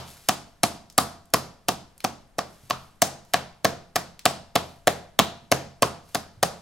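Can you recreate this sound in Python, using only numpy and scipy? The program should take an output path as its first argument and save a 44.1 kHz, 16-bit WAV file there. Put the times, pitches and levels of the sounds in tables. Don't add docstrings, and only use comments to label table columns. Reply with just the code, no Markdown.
import sys
import numpy as np
from scipy import signal
from scipy.fft import rfft, irfft, next_fast_len
from scipy.io import wavfile

SR = 44100
rng = np.random.default_rng(int(sys.argv[2]) if len(sys.argv) > 2 else 0)


def inscribe(sig):
    pcm = np.round(np.clip(np.atleast_2d(sig).T, -1, 1) * 32767)
    wavfile.write(sys.argv[1], SR, pcm.astype(np.int16))


N = 291627
LEAD = SR // 4
SPAN = next_fast_len(N + LEAD, real=True)

# (time [s], slap [dB], squirt pitch [Hz], air puff [dB], squeeze time [ms], knock [dB],
# board pitch [ratio])
BLOWS = [ (-.062, 4.5, 5940, -7, 4, 10.5, 0.91), (0.288, 9, 8500, 1, 4.1, 11, 1.04),
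         (0.6338, 9.5, 6700, 2, 4, 12, 1.03), (.9801, 12, 8500, 4, 4.3, 14, 1.073),
         (1.3382, 10, 7200, 4.5, 4, 12, .97), (1.6854, 5.5, 5020, 0.5, 3.8, 9.5, 1.035),
         (2.0433, -0.5, 7000, -1, 3.5, 8, 1.08), (2.3851, -5.5, 5750, 1.5, 4, 6, 1.02),
         (2.7005, -4.5, 5340, -8, 6.5, 8, .98), (3.0198, 12, 7330, 0.5, 4.2, 12.5, 0.96),
         (3.3369, 4.5, 6640, -7, 4.3, 12.5, 1.015), (3.647, 5, 5190, 7, 4.4, 12.5, 0.96),
         (3.9588, 5, 5000, -1.5, 4.1, 8.5, 1.02), (4.2555, 11, 3730, 3, 4.5, 13, 1.02),
         (4.556, 5, 4080, 5, 4, 12, 1.003), (4.873, 8.5, 7500, 9.5, 4.6, 13, 1.01),
         (5.191, 14.5, 3200, 7.5, 5.6, 13.5, 1), (5.517, 6.5, 5500, 7, 4.9, 14, 0.92),
         (5.8234, 7, 5900, 9.5, 5.1, 13, 0.96), (6.148, 3, 3320, -3, 5.2, 6.5, 1),
         (6.4297, 7.5, 3460, 5.5, 3.3, 11.5, 1.03)]
# (frequency [Hz], spectral level [dB])
SLAP_COLOUR = [(400, -27), (1200, 2), (2000, -4), (5000, -5.5), (7500, -5.5), (10500, -4), (13000, -10.5),
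               (16000, -11.5)]
# (frequency [Hz], relative level [dB], t60 [s],
# share struck again by the rebound [ratio], level change [dB per unit of pitch ratio])
BOARD_MODES = [(215, -8, 0.025, 0.029, 5.5), (244, -9.5, .02, 0.062, 12), (456, -15, 0.039, 0.77, 0),
               (705, -0.5, 0.03, 0.18, -1), (1098, -7.5, 0.027, 0.98, 17), (1605, -11.5, 0.023, .9, 2)]
# (frequency [Hz], spectral level [dB])
CRACK_COLOUR = [(500, -14), (1100, -19), (1900, 4.5), (3200, 2), (4500, 4), (6200, 0), (8000, -14.5),
                (12000, -14), (16000, -30.5)]
# (frequency [Hz], relative level [dB], t60 [s])
COUNTER_MODES = [(590, -49, 0.24), (683, -37.5, 0.6), (720, -42, 0.5), (800, -42.5, 0.48),
                 (966, -43.5, 0.55), (1224, -46, 0.27)]
# (frequency [Hz], relative level [dB], t60 [s])
ROOM_MODES = [(83.85, -47, 0.66), (134.2, -39.5, 0.43), (168.5, -45, .4), (175.4, -42, 0.4),
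              (213.4, -45, .45)]
# (frequency [Hz], level [dB])
ROOM_COLOUR = [(60, -5), (130, -11), (220, -8.5), (350, -4), (700, -9.5), (1100, -8), (2000, -10),
               (4500, -6.5), (8000, -9.5), (12000, -9.5), (16000, -18)]
# (frequency [Hz], t60 [s])
ROOM_T60 = [(100, 0.93), (300, 0.44), (700, 0.47), (2000, 0.44), (5000, 0.45), (9000, 0.34), (15000, 0.24)]
# (frequency [Hz], correlation [ratio])
ROOM_LIKENESS = [(60, 0.95), (180, 0.94), (550, 0.55), (1650, 0.61), (4970, 0.5), (15000, 0.37)]
# (frequency [Hz], spectral level [dB])
ROOM_TONE_COLOUR = [(25, 8.5), (60, 2), (100, -6.5), (140, 0), (300, -8.5), (700, -9.5), (1500, -15),
                    (3000, -22), (6000, -28.5), (10000, -28), (16000, -48)]
# (time [s], length [s], level [dB])
SLIDES = [(.085, .02, -49.5), (.17, 0.17, -61), (2.5, 0.27, -63), (2.82, 0.027, -71.5),
          (3.29, 0.015, -68.5), (4.66, 0.042, -62), (6.07, .06, -62), (6.57, 0.052, -73)]
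# (frequency [Hz], spectral level [dB])
SLIDE_COLOUR = [(500, -2), (1500, -1.5), (4000, -1), (8000, -2), (12000, -2.5), (16000, -15.5)]
# (time [s], level [dB], pitch [Hz])
SNAPS = [(.9, -22.5, 5930), (.925, -32, 7000), (1.256, -36, 8000), (1.303, -38, 8000), (1.979, -26, 7620),
         (2.004, -18.5, 2000), (3.25, -35, 7930), (4.1927, -16.5, 2360)]
# (time [s], level [dB])
BUMPS = [(2.625, -22), (2.654, -28.5), (3.859, -35.5), (5.419, -24.5), (6.062, -25.5), (6.372, -18)]
# (time [s], length [s], level [dB])
SWISHES = [(5.56, 0.086, -60.5), (5.98, 0.14, -70)]
# (frequency [Hz], left over right [dB])
MIC_BALANCE = [(60, 5.5), (92, -1.5), (140, -0.5), (210, -7), (330, 1.5), (500, -1.5), (770, 1),
               (1170, -0.5), (1790, 0.5), (2740, -0.5), (4190, 1.0), (6410, 2), (9810, 1.5), (15000, -2)]
# (frequency [Hz], lead of the left [rad])
MIC_PHASE = [(0, 0), (1290, 0.22), (2580, -0.83), (3620, 0.48), (4570, 0.89), (5680, 0.68), (6120, 0.23),
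             (7320, -0.28), (8960, -0.76), (9730, -1.2), (10200, -0.66), (11200, -0.052), (12600, 0.1),
             (16000, -0.1)]


def from_db(db):
    return 10 ** (np.asarray(db) / 20)


def unit(x):
    return x / np.sqrt(np.sum(x ** 2) + 1e-20)


def at_hz(points, hz):
    f, value = np.transpose(points)
    return np.interp(np.log(np.maximum(hz, 1)), np.log(f), value)


def coloured(x, spectrum):
    size = x.shape[-1]
    return irfft(rfft(x) * from_db(at_hz(spectrum, np.fft.rfftfreq(size, 1 / SR))), size)


def ring(t, hz, t60):
    t = np.maximum(t, 0)
    return np.sin(2 * np.pi * hz * t) * from_db(-60 * t / t60)


def resonance(x, hz, width_hz):
    r = np.exp(-np.pi * width_hz / SR)
    feedback = [1, -2 * r * np.cos(2 * np.pi * hz / SR), r * r]
    return signal.lfilter(np.array([1, 0, -1]) * (1 - r * r) / 2, feedback, x)


def fade(t, ms):
    return (t >= 0) * np.exp(-np.abs(t) * 1000 / ms)


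def add(track, s, sound):
    i = LEAD + round(s * SR)
    track[i:i + len(sound)] += sound[:SPAN - i]


def film_slap(t, hz, length_ms, squirt_gain=0.8, crumple_gain=0.097, crumple_ms=2.0):
    hiss = coloured(rng.standard_normal(len(t)), SLAP_COLOUR)
    squirt = squirt_gain * resonance(hiss, hz, width_hz=1100)
    burst = fade(t, 1.3 * length_ms) + fade(-t, 0.32 * length_ms)
    crumple = fade(t, 0.8 * crumple_ms) + fade(-t, 0.71 * crumple_ms * length_ms)
    return unit((hiss + squirt) * (burst + crumple_gain * crumple))


def air_puff(t, hz=590, t60=0.019, lead_s=0.00037):
    return unit(-ring(t + lead_s, hz, t60))


def plate_mode(t, hz, t60, rise_ms=0.12):
    t = np.maximum(t, 0)
    return (1 - fade(t, rise_ms)) * np.cos(2 * np.pi * hz * t) * from_db(-60 * t / t60)


def board_knock(t, pitch, rebound_s=0.001648, crack_db=-6.5, crack_ms=0.83, scatter_db=3.5):
    t_rebound = t - rebound_s / pitch
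    body = 0
    for hz, db, t60, share, spot_db in BOARD_MODES:
        strength = from_db(db + spot_db * (pitch - 1) + scatter_db * rng.standard_normal())
        strike = plate_mode(t, hz * pitch, t60)
        rebound = share * plate_mode(t_rebound, hz * pitch, t60)
        body += strength * (strike + rebound)
    contacts = 0.54 * fade(t, crack_ms) + fade(t_rebound, crack_ms)
    crack = coloured(rng.standard_normal(len(t)), CRACK_COLOUR) * contacts
    return unit(unit(body) + from_db(crack_db) * unit(crack))


def ringing_modes(t, modes, scatter_db=2):
    return sum(from_db(db + scatter_db * rng.standard_normal()) * ring(t, hz, t60)
               for hz, db, t60 in modes)


def mallet(slap_halving_db=12, usual_knock_db=11.5, low_cut_hz=72):
    direct, ringing = np.zeros((2, SPAN))
    t = np.arange(-512, 3584) / SR
    t_ring = np.arange(SR // 2) / SR
    for s, slap_db, squirt_hz, puff_db, squeeze_ms, knock_db, pitch in BLOWS:
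        squeeze_s = squeeze_ms / 1000
        slap_ms = 1.76 * .5 ** (slap_db / slap_halving_db)
        slap = from_db(slap_db) * film_slap(t, squirt_hz, slap_ms)
        puff = from_db(puff_db) * air_puff(t)
        knock = from_db(knock_db) * board_knock(t - squeeze_s, pitch)
        add(direct, s + t[0], slap + puff + knock)
        standing_waves = from_db(knock_db) * ringing_modes(t_ring, ROOM_MODES)
        counter_db = 2.5 + 2.6 * (knock_db - usual_knock_db)
        counter = from_db(counter_db) * ringing_modes(t_ring, COUNTER_MODES)
        add(ringing, s + squeeze_s, standing_waves + counter)
    low_cut = signal.butter(8, low_cut_hz, "high", fs=SR, output="sos")
    return signal.sosfilt(low_cut, np.array([direct, ringing]) + 1e-18)


def near_echoes(x, count=24, first_s=0.011, last_s=.06, level_db=-26, t60=0.58, mic_lag_s=.00007):
    response = np.zeros((2, SR // 4))
    for when, side, sign in rng.uniform(-1, 1, (count, 3)):
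        delay = first_s + (last_s - first_s) * abs(when)
        arrivals = np.round((delay + side * mic_lag_s * np.array([1, -1])) * SR).astype(int)
        response[[0, 1], arrivals] += np.sign(sign) * from_db(level_db - 60 * delay / t60)
    return signal.fftconvolve(x[None], response, axes=1)[:, :SPAN]


def diffuse_noise():
    alike = np.clip(at_hz(ROOM_LIKENESS, np.fft.rfftfreq(SPAN, 1 / SR)), 0, .99)
    mid, side = rfft(rng.standard_normal((2, SPAN)))
    return irfft(np.sqrt((1 + alike) / 2) * mid + np.sqrt((1 - alike) / 2) * side * [[1], [-1]], SPAN)


def linger(power, t60):
    r = from_db(-120 / (t60 * SR))
    return signal.lfilter([1 - r], [1, -r], power + 1e-18)


def kitchen(x, build_s=0.013, early_t60=0.13):
    hz = np.fft.rfftfreq(SPAN, 1 / SR)
    white = rfft(diffuse_noise())
    edges_hz = np.geomspace(65, 17000, 21)
    out = near_echoes(x)
    for low, high in zip(edges_hz, edges_hz[1:]):
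        centre = np.sqrt(low * high)
        band = signal.sosfilt(signal.butter(2, [low, high], "band", fs=SR, output="sos"), x + 1e-18)
        fed = linger(band ** 2, build_s)
        stored = linger(fed, at_hz(ROOM_T60, centre)) + linger(fed, early_t60)
        envelope = np.sqrt(stored * SR / 2 / (high - low))
        overlapping_band = np.interp(hz, [centre * low / high, centre, centre * high / low], [0, 1, 0])
        field = irfft(white * overlapping_band, SPAN)
        out += field * envelope * from_db(at_hz(ROOM_COLOUR, centre))
    return out


def room_tone(level_db=-60):
    noise = coloured(diffuse_noise(), ROOM_TONE_COLOUR)
    return from_db(level_db) * noise / noise.std()


def hand_movements(rows, attack_s=0.027, release_s=.065):
    t = (np.arange(SPAN) - LEAD) / SR
    gain = 0
    for s, length, db in rows:
        before, after = np.maximum(s - t, 0), np.maximum(t - s - length, 0)
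        gain += from_db(db) * np.exp(-before / attack_s - after / release_s)
    return gain


def wrap_slide(ticks_per_s=5000, size_spread_db=3.5, settling_db=-76):
    sizes = from_db(size_spread_db * np.minimum(rng.exponential(1, SPAN), 5))
    signs = rng.choice([-1, 1], SPAN)
    ticks = rng.random(SPAN) < ticks_per_s / SR
    rustle = coloured(ticks * sizes * signs, SLIDE_COLOUR)
    return rustle / rustle.std() * (hand_movements(SLIDES) + from_db(settling_db))


def wrap_snaps(decay_ms=1.8, width_hz=5000):
    out, t = np.zeros(SPAN), np.arange(SR // 20) / SR
    for s, db, hz in SNAPS:
        snap = resonance(rng.standard_normal(len(t)), hz, width_hz) * fade(t, decay_ms)
        add(out, s, from_db(db) * unit(snap))
    return out


def board_bumps(hz=95, width_hz=70, decay_ms=25):
    out, t = np.zeros(SPAN), np.arange(SR // 5) / SR
    for s, db in BUMPS:
        contact = rng.standard_normal(len(t)) * fade(t, decay_ms)
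        thud = resonance(resonance(contact, hz, width_hz), hz, width_hz)
        add(out, s, from_db(db) * unit(thud))
    return out


def wrap_swish(hz=4900, width_hz=2800):
    hiss = resonance(resonance(rng.standard_normal(SPAN), hz, width_hz), hz, width_hz)
    return hiss / hiss.std() * hand_movements(SWISHES)


def scene(blow_send_db=-3, ringing_db=-7.5):
    blows, ringing = mallet()
    handling = wrap_snaps() + wrap_slide() + wrap_swish() + board_bumps()
    room = kitchen(from_db(blow_send_db) * blows + handling) + from_db(ringing_db) * ringing
    return (blows + handling + room + room_tone())[:, LEAD:]


def record(dry, cutoff_hz=15800):
    size = next_fast_len(N + LEAD)
    hz = np.fft.rfftfreq(size, 1 / SR)
    left = from_db(at_hz(MIC_BALANCE, hz) / 2) * np.exp(.5j * at_hz(MIC_PHASE, hz))
    heard = irfft(rfft(dry, size) * np.array([left, 1 / left]), size)[:, :N]
    high_cut = signal.ellip(10, .1, 70, cutoff_hz, fs=SR, output="sos")
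    return signal.sosfilt(high_cut, np.clip(heard, -1, 1))


dry = scene()
out = record(dry)
inscribe(out)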